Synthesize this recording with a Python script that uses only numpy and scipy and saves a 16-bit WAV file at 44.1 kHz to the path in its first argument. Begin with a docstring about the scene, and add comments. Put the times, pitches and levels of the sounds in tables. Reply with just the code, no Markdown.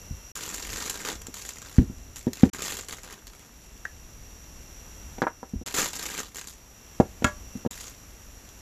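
"""Thin bags crackle in the hands as the parts of a plastic figure are pulled out, close to the microphone.
Film buckles in swarms of tiny snaps, made of noise bursts that each ring at a facet's own pitch.
Soft parts thud on a cloth-covered table, a small piece bounces and a round base clacks: struck, damped modes.
Shaped noise and mains harmonics give a small room with a faint lamp buzz; the sound cuts out four times
for an instant."""
import sys
import numpy as np
from scipy import signal
from scipy.fft import rfft, irfft
from scipy.io import wavfile
from scipy.ndimage import uniform_filter1d

SR = 44100
rng = np.random.default_rng(int(sys.argv[2]) if len(sys.argv) > 2 else 0)


def store_wav(level_fs):
    """Save 16-bit WAV to argv[1]."""
    pcm = np.round(np.clip(np.atleast_2d(level_fs), -1, 1) * 32767)
    wavfile.write(sys.argv[1], SR, pcm.T.astype(np.int16))


N = 379701
TIME = np.arange(N) / SR

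# the hand grips or pulls a bag; body is the low sound of the sheet, relative to the crackle
# columns: start_s, rise_s, length_s, crackle_db (before the mix), body_db (relative)
GRIPS = [(0.355, 0.0096, 0.35, -40, -6.5), (0.71, .03, .19, -37, -5), (0.942, 0.0098, 0.082, -42, -3.5),
         (1.04, 0.038, 0.052, -35, 0.5), (1.341, .01, .16, -43, -11.5), (1.558, .01, .22, -50, -2.5),
         (2.159, 0.013, 0.019, -43, -15), (2.355, 0.019, 0.1, -47, -4.5), (2.534, 0.0081, 0.071, -44, 0),
         (2.595, .035, 0.13, -35, -6), (2.769, .01, .025, -40, -6), (2.885, 0.0092, 0.052, -41.5, -1),
         (3.033, 0.0039, .1, -51, 2.5), (3.269, .004, 0.16, -57, -3), (5.662, 0.016, 0.012, -37, -3),
         (5.724, .025, 0.14, -35, -5.5), (5.74, 0.046, 0.07, -27, -3.5), (5.932, .008, 0.25, -38.5, -6),
         (6.178, .015, 0.019, -36, -4), (6.346, 0.023, 0.048, -40, -8), (6.472, .012, 0.0068, -41, -18),
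         (7.71, 0.0078, 0.17, -45, -10)]
# spectrum of buckling film: pitch_hz, level_db (relative density)
FILM_SPECTRUM = [(60, -3), (150, -1.5), (400, 3), (650, -4.5), (1200, -3), (2500, -7.5), (5600, -7),
                 (7350, 1.5), (8500, -14), (10500, -10.5), (14400, -11.5)]


def undb(db):
    """Level definition: decibels to amplitude gain."""
    return 10 ** (np.asarray(db) / 20)


def unit(x):
    """Power normalisation: scale to an rms of one."""
    return x / np.sqrt(np.mean(x ** 2))


def peak(x, db):
    """Peak normalisation: scale the largest excursion to a level."""
    return x * undb(db) / np.abs(x).max()


def fade(t, t60):
    """Exponential damping: the amplitude loses 60 dB in t60 seconds."""
    return np.exp(-np.log(1000) * t / max(t60, .001))


def butter(x, hz, kind, order=2):
    """Maximally flat filtering: Butterworth low-pass or high-pass."""
    sections = signal.butter(order, min(hz, SR / 2 - 1), kind, fs=SR, output="sos")
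    return signal.sosfilt(sections, x)


def colour(x, points, size=2048):
    """Minimum-phase filtering: a causal response through (Hz, dB) points, from the folded cepstrum."""
    hz, db = np.transpose(points)
    freqs = np.maximum(np.fft.rfftfreq(size, 1 / SR), 1)
    gain = undb(np.interp(np.log(freqs), np.log(hz), db))
    cepstrum = irfft(np.log(gain))
    cepstrum[1:size // 2] *= 2
    cepstrum[size // 2 + 1:] = 0
    response = irfft(np.exp(rfft(cepstrum)))
    return signal.fftconvolve(x, response)[:len(x)]


def ring(t, modes, stretch=1):
    """Modal superposition: a body struck at t = 0 sounds as a sum of damped sinusoids."""
    return sum(undb(db) * np.sin(2 * np.pi * hz * t) * fade(t, t60 * stretch) for hz, db, t60 in modes)


def add(track, s, sound):
    """Linear superposition: mix a sound into the track at a time in seconds."""
    start = int(s * SR)
    part = sound[:max(N - start, 0)]
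    track[start:start + len(part)] += part


def wander(count=50):
    """Slow random modulation: interpolated normal draws with a spread near one."""
    return np.interp(TIME, np.linspace(0, TIME[-1], count), rng.standard_normal(count))


def room(x, wet_db, t60):
    """Diffuse reverberation: decaying noise stands for the short tail of the desk and the near walls."""
    t = TIME[:SR // 2]
    noise = butter(rng.standard_normal(len(t)), 17700, "low", order=1)
    tail = noise * fade(t, t60) * (t > .003)  # reflections start after 3 ms
    return x + undb(wet_db) * signal.fftconvolve(x, tail / np.linalg.norm(tail))[:N]


def background(waver_db=-0.7, rumble_db=3.0, rumble_hz=130):
    """Noise and harmonic excitation: uneven rumble and hiss of the room, thin buzz of a lamp."""
    # spectrum of the room: pitch_hz, level_db (relative density)
    room_spectrum = [(20, -3), (60, 0), (140, -14), (230, -13.5), (320, -18), (1000, -24), (2500, -27),
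                     (5000, -32), (7400, -23.5), (8500, -40), (11500, -29), (14400, -35)]
    # lamp partials, mains harmonics around a resonance: pitch_hz, level_db (rms before the drift and mix)
    buzz_partials = [(2735, -70), (5480, -66), (5539, -71), (5722, -67), (5782, -60.5), (5900, -66),
                     (5959, -67.5)]
    # slow changes: time_s, room_db (before a small trim), buzz_db (relative)
    drift = [(0, -46, 6), (3.2, -50, -4), (3.7, -49, -0.5), (5.15, -45, 4.5), (5.3, -51.5, 0.5),
             (6.5, -50.5, -4.5), (6.95, -46.5, 2.5), (7.15, -47, -2.5), (7.55, -46, 5.5), (7.8, -47, 0)]

    drift_s, room_points, buzz_points = np.transpose(drift)
    room_db = np.interp(TIME, drift_s, room_points)
    buzz_db = np.interp(TIME, drift_s, buzz_points)

    air = butter(rng.standard_normal(N), 19.0, "high")
    air = unit(colour(air, room_spectrum, size=8192))
    # the rumble also wavers on its own, while rumble and hiss drift together with the room level
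    air += butter(air, rumble_hz, "low", order=1) * (undb(rumble_db * wander()) - 1)

    buzz = np.zeros(N)
    for hz, db in buzz_partials:
        amplitude = np.sqrt(2) * undb(db + waver_db * wander())
        buzz += amplitude * np.cos(2 * np.pi * hz * TIME + rng.random())
    # each mains cycle also rasps the same resonance
    pulses = rng.standard_normal(N) * np.cos(np.pi * 60 * TIME) ** 4
    rasp = unit(colour(pulses, [(5100, -35), (5780, 0), (6400, -35)]))
    lamp = undb(-0.5) * buzz + undb(-64) * rasp
    return air * undb(room_db - 0.57) + lamp * undb(buzz_db)


def knocks(grain_db=-1, grain_t60=0.08, rattle_hz=2000, rattle_t60=0.043):
    """Contact mechanics: a soft part leaves out the highs and rings longer, a light one leaves out the lows."""
    # blows on the table; contact_hz is the upper corner of the contact, lowest_hz the lowest the part drives
    # columns: start_s, peak_db (before the room), contact_hz, lowest_hz, chatter_db (relative)
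    blow_table = [(0.108, -24.5, 130, 40, -34), (1.284, -32, 383, 270.7, -26), (1.783, -2, 234, 49.9, -22),
                  (1.815, -13, 199.4, 70, -30), (1.898, -25, 261, 70, -28),
                  (2.2687, -11.5, 390, 139.4, -28), (2.277, -20, 321, 130, -16),
                  (2.433, 1.5, 357, 134, -18), (5.183, -26, 700, 250, -8), (5.219, -7.5, 1420, 200, -1),
                  (5.226, -16, 520, 220, -12), (5.237, -16.5, 1730, 298, -9),
                  (5.268, -11.5, 1450, 547, -25), (5.430, -24.5, 1070, 250, -20),
                  (5.535, -21, 263, 159.7, -32), (5.557, -24.5, 90, 35.1, -36),
                  (5.613, -30.5, 411.5, 218.4, -26), (7.0004, -0.5, 656, 141, -22.5),
                  (7.222, -19.5, 517, 220, -12), (7.245, -13.5, 280, 65.5, -25),
                  (7.553, -24.5, 220, 160, -26), (7.65, -21.5, 750, 221.4, -19),
                  (7.662, -13.5, 524, 162, -18)]
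    # table top: pitch_hz, level_db (relative), t60_s (before the stretch)
    table_modes = [(53.6, -9, .12), (82, -6, 0.08), (136, -7, 0.043), (207, -3, 0.054), (251.7, -1, 0.043),
                   (345.6, -4.5, 0.035), (476, -4, .03), (631, -10, .03), (786, -1, 0.029),
                   (940, -4.5, 0.047), (1324, -7, 0.047), (1640, -3, 0.046)]
    # crowd of higher table modes: pitch_hz, level_db (relative density)
    table_grain = [(100, -9), (300, 2), (800, -3), (1600, -0.5), (2600, -6.5), (7000, -12), (9000, -27)]
    # ring length factors of a hard and a soft contact, and the corner between them in Hz
    hard_ring, soft_ring, soft_hz = 0.91, 1.88, 340

    out, t = np.zeros(N), TIME[:SR // 3]
    for s, db, contact_hz, lowest_hz, chatter_db in blow_table:
        softness = 1 / (1 + (contact_hz / soft_hz) ** 4)
        stretch = hard_ring + (soft_ring - hard_ring) * softness
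        grain = unit(colour(rng.standard_normal(len(t)), table_grain))
        dense_modes = undb(grain_db) * grain * fade(t, grain_t60 * stretch)
        top = ring(t, table_modes, stretch) + dense_modes
        # hard edges of the part chatter a little even in a soft landing
        chatter = undb(chatter_db) * butter(grain, rattle_hz, "low", order=1) * fade(t, rattle_t60)
        blow = butter(top, contact_hz, "low", order=3) + chatter
        add(out, s, -peak(butter(blow, lowest_hz, "high"), db))
    return out


def buckle(t60, pitch_hz, facet_db=8.5, width=0.25, rise_s=0.0003, size=2048):
    """Snap-through buckling: one facet of film flips, a burst that rings at a pitch set by the facet's size."""
    t = TIME[:size]
    burst = rng.standard_normal(size) * fade(t, t60) * (1 - np.exp(-t / rise_s))
    freqs = np.maximum(np.fft.rfftfreq(size, 1 / SR), 1)
    away = np.log(freqs / pitch_hz) / width  # width is in natural-log units of frequency
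    resonance = undb(facet_db * np.exp(-away ** 2))
    return unit(irfft(rfft(burst) * resonance))


def grip_levels():
    """Energy addition: every grip rises, holds and relaxes, and powers add; crackle and body in dB."""
    release_db_per_s = 224  # the film relaxes when the hand lets go
    crackle, body = np.full(N, 1e-12), np.full(N, 1e-12)
    for s, rise_s, length_s, db, body_db in GRIPS:
        rise = np.clip((TIME - s) / rise_s, 0, 1)
        relax_db = np.clip(release_db_per_s * (TIME - s - length_s), 0, 100)
        power = rise * undb(db - relax_db) ** 2
        crackle += power
        body += power * undb(body_db) ** 2
    return 10 * np.log10(crackle), 10 * np.log10(body)


def crinkle(per_second=480, scatter_db=3.5, grain_t60=0.019, lowest_hz=1100, octaves=3.48,
            slide_db=-10, fast_db=-34, split_hz=2400, even_s=0.0473):
    """Crackling noise: swarms of buckling facets over sliding hiss; big folds bring out the sheet's body."""
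    level_db, body_db = grip_levels()
    inside = level_db > -65
    swarm = np.zeros(N)
    for place, rarity, pitch, stiffness in rng.random((int(per_second * TIME[-1]), 4)):
        now = int(place * N)
        # a gentle touch flips only the few weakest facets
        if inside[now] and stiffness < undb((level_db[now] - fast_db) / 2):
            strength = undb(-scatter_db * np.log(max(rarity, .05)))
            facet = buckle(grain_t60, lowest_hz * 2 ** (octaves * pitch))
            add(swarm, TIME[now], strength * facet)

    # the hand sets the energy that is released; chance only shares it out among the facets
    local_power = np.abs(uniform_filter1d(swarm ** 2, int(even_s * SR)))
    swarm /= np.sqrt(local_power + 1e-9)
    # in a fast pull the snaps merge into one rasp
    slide = undb(slide_db + np.maximum(level_db - fast_db, 0))
    mixed = (swarm + slide * rng.standard_normal(N)) / np.hypot(1, slide)
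    film = colour(mixed, FILM_SPECTRUM)

    crackle, body = butter(film, split_hz, "high"), butter(film, split_hz, "low")
    crackle /= np.std(crackle[inside])
    body /= np.std(body[inside])
    return undb(level_db) * crackle - undb(body_db) * body


def crease(db, pitch_hz, t60=0.023, lowest_hz=900):
    """Sudden elastic release: a stiff crease gives way, brighter than the swarm."""
    film = colour(buckle(t60, pitch_hz, facet_db=3, width=.8), FILM_SPECTRUM)
    return peak(butter(film, lowest_hz, "high", order=1), db)


def snaps(tick_db=-45, tick_spread_db=4, tick_hz=4000, count=45):
    """Stress relaxation: a crease opens each grip, single ones snap later, and relaxing film ticks faintly."""
    # single creases that snap through later: start_s, peak_db (before the mix)
    single_snaps = [(0.434, -26), (0.462, -23.5), (0.543, -20.5), (0.897, -17), (1.217, -29), (1.268, -26),
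                    (1.49, -20), (2.332, -21), (3.125, -28.5), (6.027, -21), (6.063, -19), (7.808, -26),
                    (8.489, -36)]
    # a grip's opening peak in dB = offset + slope * crackle level; the slower the rise, the weaker the snap
    offset_db, slope, soft_db_per_s = 7.5, 0.67, 488
    crease_hz, spread_octaves = 5730, 0.29

    out = np.zeros(N)
    opening = [(s, offset_db + slope * db - soft_db_per_s * rise_s) for s, rise_s, _, db, _ in GRIPS]
    for s, db in opening + single_snaps:
        pitch_hz = crease_hz * 2 ** (spread_octaves * rng.standard_normal())
        add(out, s, crease(db, pitch_hz))
    # folding the negative places doubles the ticks in the first two thirds
    for place, size, pitch in rng.uniform(-0.66, 1, (count, 3)):
        tick = crease(tick_db + tick_spread_db * size, tick_hz * 2 ** pitch)
        add(out, abs(place) * TIME[-1], tick)
    return out


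def clack(s, db, modes, crack_db, crack_t60):
    """Impact excitation: hard plastic gives a sharp broadband crack with the ringing modes of the part."""
    # spectrum of the crack: pitch_hz, level_db (relative density)
    crack_spectrum = [(400, -4), (1500, 1.5), (2500, -8), (4600, -15.5), (7200, -8.5), (8700, -22.5),
                      (14000, -28)]
    out, t = np.zeros(N), TIME[:SR // 2]
    crack = unit(colour(rng.standard_normal(len(t)), crack_spectrum)) * fade(t, crack_t60)
    # neighbouring modes move the surface in opposite directions
    body = ring(t, modes[::2]) - ring(t, modes[1::2])
    add(out, s, undb(db) * (body + undb(crack_db) * crack))
    return out


def scene():
    """Superposition of sources: bags, blows and background meet at one microphone."""
    # small hard piece that clicks in the hand: pitch_hz, level_db (relative), t60_s
    piece_modes = [(1564, 2.5, 0.041), (1730, 4, 0.039), (1890, 0.5, 0.039)]
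    # round plastic base: pitch_hz, level_db (relative), t60_s
    base_modes = [(365, -14, 0.15), (595, -8, 0.23), (784, -12, 0.16), (1003, -9.5, 0.19),
                  (1150, -12.5, 0.3), (1374, 4, .09), (1450, -11, 0.12), (1660, -1, 0.13),
                  (2170, -7.5, 0.17), (2630, -3, 0.057), (3270, -11, .07), (7050, -12, 0.068)]
    # the base touches down, falls flat and rocks once
    # columns: start_s, ring_db (gain before the room), crack_db (relative to the ring), crack_t60_s
    base_contacts = [(7, -45, 11.5, 0.08), (7.2437, -21.5, 8.5, 0.037), (7.266, -37.5, 5.5, 0.15)]

    bags = room(undb(-0.72) * crinkle() + undb(.5) * snaps(), wet_db=-8.5, t60=0.15)
    piece = clack(3.852, -28.0, piece_modes, crack_db=-8.5, crack_t60=0.04)
    base = sum(clack(s, db, base_modes, crack_db, crack_t60) for s, db, crack_db, crack_t60 in base_contacts)
    blows = room(knocks() + base + piece, wet_db=-17, t60=0.18)
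    return (bags + blows + background())[None]


def record(dry):
    """Gating, saturation and band limiting: brief silences, peaks clipped at full scale, the top cut."""
    # brief silences: start_s, end_s
    silences = [(0.318, 0.352), (2.499, 2.531), (5.635, 5.659), (7.675, 7.707)]
    top_hz = 14500
    live = np.ones(N)
    for start, end in silences:
        live[(TIME > start) & (TIME < end)] = 0
    gate = uniform_filter1d(live, SR // 300)  # edges ramp over about 3 ms
    sound = np.clip(dry * gate, -1, 1)
    return signal.sosfilt(signal.ellip(10, .2, 70, top_hz, fs=SR, output="sos"), sound)


dry = scene()
out = record(dry)
store_wav(out)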